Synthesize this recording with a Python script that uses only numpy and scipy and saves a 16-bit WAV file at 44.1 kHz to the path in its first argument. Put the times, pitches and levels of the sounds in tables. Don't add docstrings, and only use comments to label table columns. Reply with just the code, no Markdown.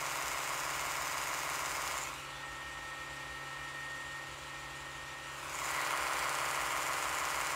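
import sys
import numpy as np
from scipy import signal
from scipy.fft import rfft, irfft
from scipy.io import wavfile
from scipy.ndimage import map_coordinates

SR = 44100
rng = np.random.default_rng(int(sys.argv[2]) if len(sys.argv) > 2 else 0)


def dump(signal):
    limited = np.clip(np.atleast_2d(signal).T, -1, 1)
    pcm = np.round(limited * 32767).astype(np.int16)
    wavfile.write(sys.argv[1], SR, pcm)


N = 332955
TIME = np.arange(N) / SR

PINION_TEETH, CROWN_TEETH = 11, 25
GEAR_RATIO = CROWN_TEETH / PINION_TEETH
REVERSALS = [(.93, 0.18, 0.73), (.47, 0.18, 0.28)]


def amp(db):
    return 10 ** (np.asarray(db) / 20)


def unit_rms(x):
    return x / np.sqrt(np.mean(x ** 2) + 1e-20)


def at_hz(table, hz):
    table_hz, value = np.transpose(table)
    return np.interp(np.log(hz + 1), np.log(table_hz + 1), value)


def cut(x, hz, kind, order=2):
    return signal.sosfilt(signal.butter(order, hz, kind, fs=SR, output="sos"), x)


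def resonance(x, hz, width_hz):
    return signal.lfilter(*signal.iirpeak(hz, hz / width_hz, SR), x)


def ringing(blows, hz, width_hz):
    return unit_rms(resonance(resonance(blows, hz, width_hz), hz, width_hz))


def colour(x, spectrum, modes, size=4096):
    bin_hz = abs(np.fft.fftfreq(size, 1 / SR))
    modes_db = sum(db / (1 + (2 * (bin_hz - hz) / width_hz) ** 2) for hz, width_hz, db in modes)
    log_gain = np.log(amp(at_hz(spectrum, bin_hz) + modes_db))
    response = np.fft.ifft(np.exp(np.conj(signal.hilbert(log_gain)))).real
    return signal.oaconvolve(x, response[:size // 2])[:N]


def drift(hz, size=1024):
    bin_hz = np.fft.rfftfreq(size, TIME[-1] / size)
    slow = irfft(rfft(rng.standard_normal(size)) / (1 + (bin_hz / hz) ** 4))
    return np.interp(TIME, np.linspace(0, TIME[-1], size), unit_rms(slow))


def move(at_s, length_s):
    return np.clip((TIME - at_s) / length_s + .5, 0, 1)


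def swell(at_s, width_s):
    return np.exp(-.5 * ((TIME - at_s) / width_s) ** 2)


def crossings(turns):
    return np.interp(np.arange(1, int(turns[-1])), turns, TIME)


def taps(times_s, forces, size=8):
    centre = times_s[:, None] * SR
    index = np.floor(centre).astype(int) + np.arange(1 - size, size + 1)
    pulses = forces[:, None] * np.sinc(index - centre) * np.sinc((index - centre) / size)
    return np.bincount(np.clip(index, 0, N - 1).ravel(), pulses.ravel(), N)


def bumps(turns, rows):
    return sum(strength * np.exp(-.5 * (((turns - at + .5) % 1 - .5) / width) ** 2)
               for at, width, strength in rows)


def room_tone(rumble_db=-59, hum_hz=59.2, hum_db=-70):
    # (frequency [Hz], relative level [dB])
    spectrum = [(20, -25), (35, -18), (48, -2), (65, 3.5), (90, -9), (125, -9.5), (170, -15.5), (220, -20),
                (300, -11.5), (500, -13.5), (900, -14.5)]
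    gain = amp(at_hz(spectrum, np.fft.rfftfreq(N, 1 / SR)))
    rumble = irfft(rfft(rng.standard_normal(N)) * gain, N)
    hum = np.sqrt(2) * np.sin(2 * np.pi * (hum_hz * TIME + rng.random()))
    return amp(rumble_db) * unit_rms(cut(rumble, 800, "low")) + amp(hum_db) * hum


def bathroom(x, gap_s=.004, size=20000):
    # (frequency [Hz], T60 [s])
    t60 = [(300, 0.12), (2000, 0.76), (7000, 0.17), (15000, 0.21)]
    noise = rng.standard_normal(size) * (np.arange(size) > gap_s * SR)
    hz, age_s, bands = signal.stft(noise, SR, nperseg=256)
    tail = signal.istft(bands * amp(-60 * age_s / at_hz(t60, hz)[:, None]), SR, nperseg=256)[1]
    return signal.oaconvolve(x, tail / np.linalg.norm(tail))[:N]


def counter_echo(x, near, near_s=.00095, far_s=.000606, peak_gain=.43, dull_hz=3500):
    delay_s = near * near_s + (1 - near) * far_s
    gain = peak_gain * 2 * np.sqrt(np.clip(near * (1 - near), 0, 1))
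    echo = map_coordinates(cut(x, dull_hz, "low", order=1), [(TIME - delay_s) * SR], order=2)
    return (x + gain * echo) / np.sqrt(1 + gain ** 2)


def sonic_brush(drive_hz=264.15, move_s=.17, aside_fifth_db=-63, aside_seventh_db=-69, aside_db=-3,
                flutter=.21, flutter_hz=60, bristle_db=-69):
    # (start [s], end [s], 5th harmonic [dB], 7th harmonic [dB], bristles facing [0-1])
    holds = [(2.21, 2.34, -55, -58, 0), (2.35, 3.742, -55.3, -48.6, 0.5), (3.743, 4.286, -60, -45.5, 0.4),
             (4.428, 5.396, -60, -51.6, 1)]
    # (harmonic [number], side-on [dB], bristles facing [dB])
    weak_partials = [(2, -68.5, -69.5), (3, -80, -69), (9, -61.5, -62.5), (11, -60.5, -67),
                     (13, -69.5, -76), (15, -88, -79), (17, -79, -82), (27, -82, -74), (29, -84, -83),
                     (31, -77, -84)]
    turns = drive_hz * TIME + .0047 * drift(hz=2.8)
    held = np.array([move(start_s, move_s) - move(end_s, move_s) for start_s, end_s, *_ in holds])
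    _, _, fifth_db, seventh_db, hold_facing = np.transpose(holds)
    aside = 1 - held.sum(0)
    facing = hold_facing @ held
    main = [(5, amp(fifth_db) @ held + amp(aside_fifth_db) * aside),
            (7, amp(seventh_db) @ held + amp(aside_seventh_db) * aside)]
    partials = [(harmonic, gain * amp(.33 * drift(hz=3.7))) for harmonic, gain in main]
    for harmonic, side_db, front_db in weak_partials:
        level_db = (1 - facing) * side_db + facing * front_db + aside_db * aside
        partials.append((harmonic, amp(level_db + .5 * drift(hz=5.5))))
    whine = sum(gain * np.sin(2 * np.pi * (harmonic * turns + rng.random()))
                for harmonic, gain in partials)
    whine *= 1 + flutter * unit_rms(cut(rng.standard_normal(N), flutter_hz, "low"))
    friction = rng.standard_normal(N) * np.sin(2 * np.pi * turns) ** 2
    swish = unit_rms(resonance(friction, hz=1900, width_hz=350))
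    return np.sqrt(2) * whine + amp(bristle_db + aside_db * aside) * swish


def handle_hum(crown, near, turned, turned_db=3.5):
    # (motor order [number], crown order [number], held up [dB], lowered [dB])
    tones = [(0, 2, -61, -59.5), (1, 0, -67, -88), (0, 4, -67, -67.5), (1, 2, -70.5, -86),
             (2, 0, -63.5, -69.5), (0, 5, -69, -69), (2, 1, -64.5, -70), (0, 6, -65, -80),
             (1, 4, -70, -79.5), (3, -2, -79, -72), (3, 0, -68.5, -77), (2, 3, -60.5, -66),
             (0, 8, -63, -67), (2, 4, -60.5, -68), (4, 0, -61.5, -74), (2, 5, -60.5, -71), (5, 0, -60, -75),
             (0, 12, -69, -72), (4, 3, -68, -71), (5, 2, -60, -66.5), (6, 1, -59, -82), (7, 2, -52.5, -71),
             (9, 0, -54, -95), (9, 1, -62, -78), (7, 0, -59, -82), (7, -1, -57.5, -82), (8, 1, -64, -83)]
    hum = np.zeros(N)
    for motor_order, crown_order, up_db, down_db in tones:
        level_db = near * up_db + (1 - near) * down_db + turned_db * turned * (motor_order > 1)
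        turns = (motor_order * GEAR_RATIO + crown_order) * crown
        hum += amp(level_db + drift(hz=2.5)) * np.sin(2 * np.pi * (turns + rng.random()))
    return np.sqrt(2) * hum


def head_clacks(crown, motor_at_turns=.86, scatter_db=1.2, jitter_s=.00004):
    times_s = crossings(crown * GEAR_RATIO - motor_at_turns)
    scatter, late = rng.standard_normal((len(times_s), 2)).T
    angle = np.interp(times_s, TIME, crown)
    force = bumps(angle, [(.95, .045, 1), (.47, .025, .55)]) * amp(scatter_db * scatter)
    return ringing(taps(times_s + jitter_s * late, force), hz=2150, width_hz=900)


def head_thumps(crown, idle=.25, sway_at=.885, lead_s=.0013, sway_s=.0006, spread=.11,
                jitter_s=.00005, wear_s=.00011):
    blows = np.zeros(N)
    for at, _, strength in REVERSALS:
        times_s = crossings(crown - at)
        eccentric_rad = 2 * np.pi * (2 * np.interp(times_s, TIME, crown) * GEAR_RATIO - sway_at)
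        scatter, late = rng.standard_normal((len(times_s), 2)).T
        force = strength * (idle + np.clip(2 * np.cos(eccentric_rad), 0, 1)) * (1 + spread * scatter)
        slip_s = wear_s * np.resize(rng.standard_normal(PINION_TEETH), len(times_s))
        early_s = lead_s + sway_s * np.sin(eccentric_rad)
        blows += taps(times_s + slip_s - early_s + jitter_s * late, force)
    return ringing(blows, hz=1045, width_hz=420)


def shaft_clicks(crown, idle=.096, scatter_db=.9, jitter_s=.000164, burst_s=.0013):
    slack = [(0.5, 0.044, .26, 1.1), (.89, .037, .74, .92), (.99, .05, .27, 0.76), (.46, 0.043, .02, .45),
             (0.4, .05, .71, 0.43)]
    motor = crown * GEAR_RATIO
    knocks = np.zeros(N)
    for at, width, motor_at, strength in slack:
        times_s = crossings(motor - motor_at)
        scatter, late = rng.standard_normal((len(times_s), 2)).T
        reversal = bumps(np.interp(times_s, TIME, crown), [(at, width, 1)])
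        force = strength * (idle + reversal) * amp(scatter_db * scatter)
        knocks += taps(times_s + jitter_s * late, force)
    bursts = signal.lfilter([1], [1, -np.exp(-1 / (burst_s * SR))], knocks) * rng.choice([-1, 1], N)
    chatter = unit_rms(cut(bursts, 17000, "low", order=1))
    snaps = ringing(knocks, hz=7100, width_hz=1700)
    beat = 1 + .023 * np.cos(2 * np.pi * (motor - 2 * crown - .17))
    rubbing = unit_rms(rng.standard_normal(N) * (2.1 + bumps(crown, REVERSALS)) * beat)
    return .95 * chatter + .3 * snaps + 1.35 * rubbing


def gear_teeth(crown, load=1.35, sway=.3, sway_at=.47, wear_teeth=.608, spread=.19, jitter_s=.00003):
    times_s = crossings(crown * CROWN_TEETH)
    angle = np.interp(times_s, TIME, crown)
    mesh = np.arange(len(times_s))
    pair = mesh % PINION_TEETH, mesh % CROWN_TEETH
    flaw = rng.standard_normal((PINION_TEETH, CROWN_TEETH))
    flank = rng.choice([-1, 1], flaw.shape)
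    scatter, late = rng.standard_normal((len(times_s), 2)).T
    eccentric = 1 + sway * np.cos(2 * np.pi * (2 * angle * GEAR_RATIO - sway_at))
    force = (1 + load * bumps(angle, REVERSALS)) * eccentric * (flank[pair] + spread * scatter)
    mesh_hz = crown[-1] / TIME[-1] * CROWN_TEETH
    offset_s = wear_teeth * flaw[pair] / mesh_hz
    return unit_rms(taps(times_s + offset_s + jitter_s * late, force))


def casing(blows, level_db, near, turned, split_hz, kind, wet_near, wet_far):
    # (frequency [Hz], relative level [dB])
    up_spectrum = [(260, -63), (450, -18.5), (570, -11), (723, -10), (1000, -6.5), (1450, -8), (1540, -7),
                   (2160, -6), (3370, -13.5), (5030, -12.5), (5580, -13), (6760, -7.5), (10900, -19.2),
                   (12800, -20.3), (15500, -21)]
    turned_spectrum = [(260, -62.5), (450, -10), (530, -7.5), (723, -9.5), (767, -5.5), (876, -6),
                       (1000, -4.5), (1330, -4), (1450, -2.5), (1630, -4), (2160, -3.5), (2910, -7.5),
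                       (3690, -13), (7280, -12), (15500, -22.5)]
    far_spectrum = [(300, -28), (450, -23), (570, -11), (700, -20.5), (800, -9), (990, -13.5), (1300, -10),
                    (1650, -11), (2200, -12), (2900, -11.5), (3600, -17), (5500, -24), (7070, -19.5),
                    (11000, -31.5), (15500, -37.5)]
    # (frequency [Hz], width [Hz], held up [dB], turned [dB], afar [dB])
    modes = [(690, 90, 0.5, -1.5, -1), (776, 60, 2.5, 3, 1), (873, 52, 1.5, 0.5, 1),
             (983, 135, 2.5, 2.5, 5), (1406, 90, 2.5, 2.5, 0), (1563, 92, 0, -1, -3), (2190, 130, 2, 0, -1),
             (2630, 170, 0.5, -5, -0.5), (2890, 200, 2.5, 1.5, 0), (3800, 240, 2, -3.5, 0),
             (4500, 450, 0, 1.5, 0.5), (5050, 280, 6, 1, 0), (5600, 350, 0, -2.5, 0.5),
             (6070, 230, 2, 0, 0.5), (7190, 270, 1.5, 3, 4), (8800, 540, 2.5, 3, 4),
             (10080, 790, 2.5, 3, 4), (11000, 900, -3.5, 0, -2.5), (12900, 1400, 4, -1, 3),
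             (13900, 600, 2, 3, 1.5)]
    band = cut(cut(blows, 424, "high", order=4), split_hz, kind, order=3)
    drive = counter_echo(band, near)
    up_sound, turned_sound, far_sound = (
        unit_rms(colour(drive, spectrum, [(hz, width_hz, db[pose]) for hz, width_hz, *db in modes]))
        for pose, spectrum in enumerate((up_spectrum, turned_spectrum, far_spectrum)))
    near_sound = (1 - turned) * up_sound + turned * turned_sound
    sound = amp(level_db) * (near * near_sound + (1 - near) * far_sound)
    wet = near * wet_near + (1 - near) * wet_far
    to_room = np.sqrt(wet) * sound
    return np.sqrt(1 - wet) * sound + np.std(to_room) * unit_rms(bathroom(to_room))


def colour_flares(x):
    # (time [s], width [s], frequency [Hz], width [Hz], gain [dB])
    flares = [(1.0, .3, 14400, 600, 4), (2.028, .024, 7200, 600, 7), (2.08, .035, 2600, 200, 5),
              (2.13, .05, 2150, 220, -5), (2.15, .11, 11000, 1000, 3.5), (2.2, .13, 4150, 300, 4),
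              (2.222, .027, 2500, 200, 5), (2.35, .05, 3450, 150, 8), (2.36, .06, 1510, 90, 5),
              (5.43, .09, 10300, 1800, 3), (5.47, .045, 2200, 200, -4), (5.48, .04, 4400, 250, 4.5),
              (5.5, .035, 1550, 140, 6), (5.55, .021, 7050, 450, 5), (5.65, .03, 7200, 700, 5),
              (5.782, .043, 1980, 260, 5), (2.26, .06, 700, 150, -5), (5.82, .06, 3850, 300, 6),
              (6.15, .2, 6600, 500, -3), (6.25, .25, 4600, 450, 2.2), (6.9, .39, 7250, 350, 2.6)]
    return x + sum((amp(db) - 1) * swell(at_s, width_s) * resonance(x, hz, width_hz)
                   for at_s, width_s, hz, width_hz, db in flares)


def geared_pose(relax_per_s=.22):
    near = 1 - move(at_s=2.127, length_s=.31) + move(at_s=5.45, length_s=.43)
    turn_at_s = 5.74
    turned = move(turn_at_s, length_s=.25) * (1 - relax_per_s * np.maximum(TIME - turn_at_s, 0))
    return near, turned


def geared_brush(start_turns=.085, wander_turns=.0039, throb_depth=.067, throb_at=.73):
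    # (time [s], speed [turns/s])
    crown_speed = [(0, 68.91), (1.25, 69.03), (2.1, 68.63), (3.9, 68.86), (5.2, 68.84), (5.5, 69.26),
                   (5.8, 68.86)]
    crown_hz = np.interp(TIME, *np.transpose(crown_speed))
    crown = start_turns + np.cumsum(crown_hz) / SR + wander_turns * drift(hz=6.3)
    near, turned = geared_pose()
    rattle_db = -48.5 + 9 * near + 3 * turned
    dip_db = swell(at_s=5.94, width_s=.13)
    click_db = -54.5 + 10.5 * near - .26 * turned - dip_db
    throb = 1 + throb_depth * np.cos(2 * np.pi * (crown / PINION_TEETH - throb_at))
    clicks = shaft_clicks(crown) * throb
    blows = gear_teeth(crown) + .18 * head_thumps(crown) + .065 * head_clacks(crown) + .24 * clicks
    rattle = casing(blows, rattle_db, near, turned, split_hz=3080, kind="low", wet_near=.19, wet_far=.76)
    ticks = casing(clicks, click_db, near, turned, split_hz=4000, kind="high", wet_near=.12, wet_far=.88)
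    return colour_flares(rattle + ticks) + handle_hum(crown, near, turned)


def scene():
    return (geared_brush() + sonic_brush() + room_tone())[None]


def record(dry, edge_hz=15700):
    low_pass = signal.firwin(1023, edge_hz, window=("kaiser", 9), fs=SR)
    return signal.oaconvolve(dry, low_pass[None], "same")


dry = scene()
out = record(dry)
dump(out)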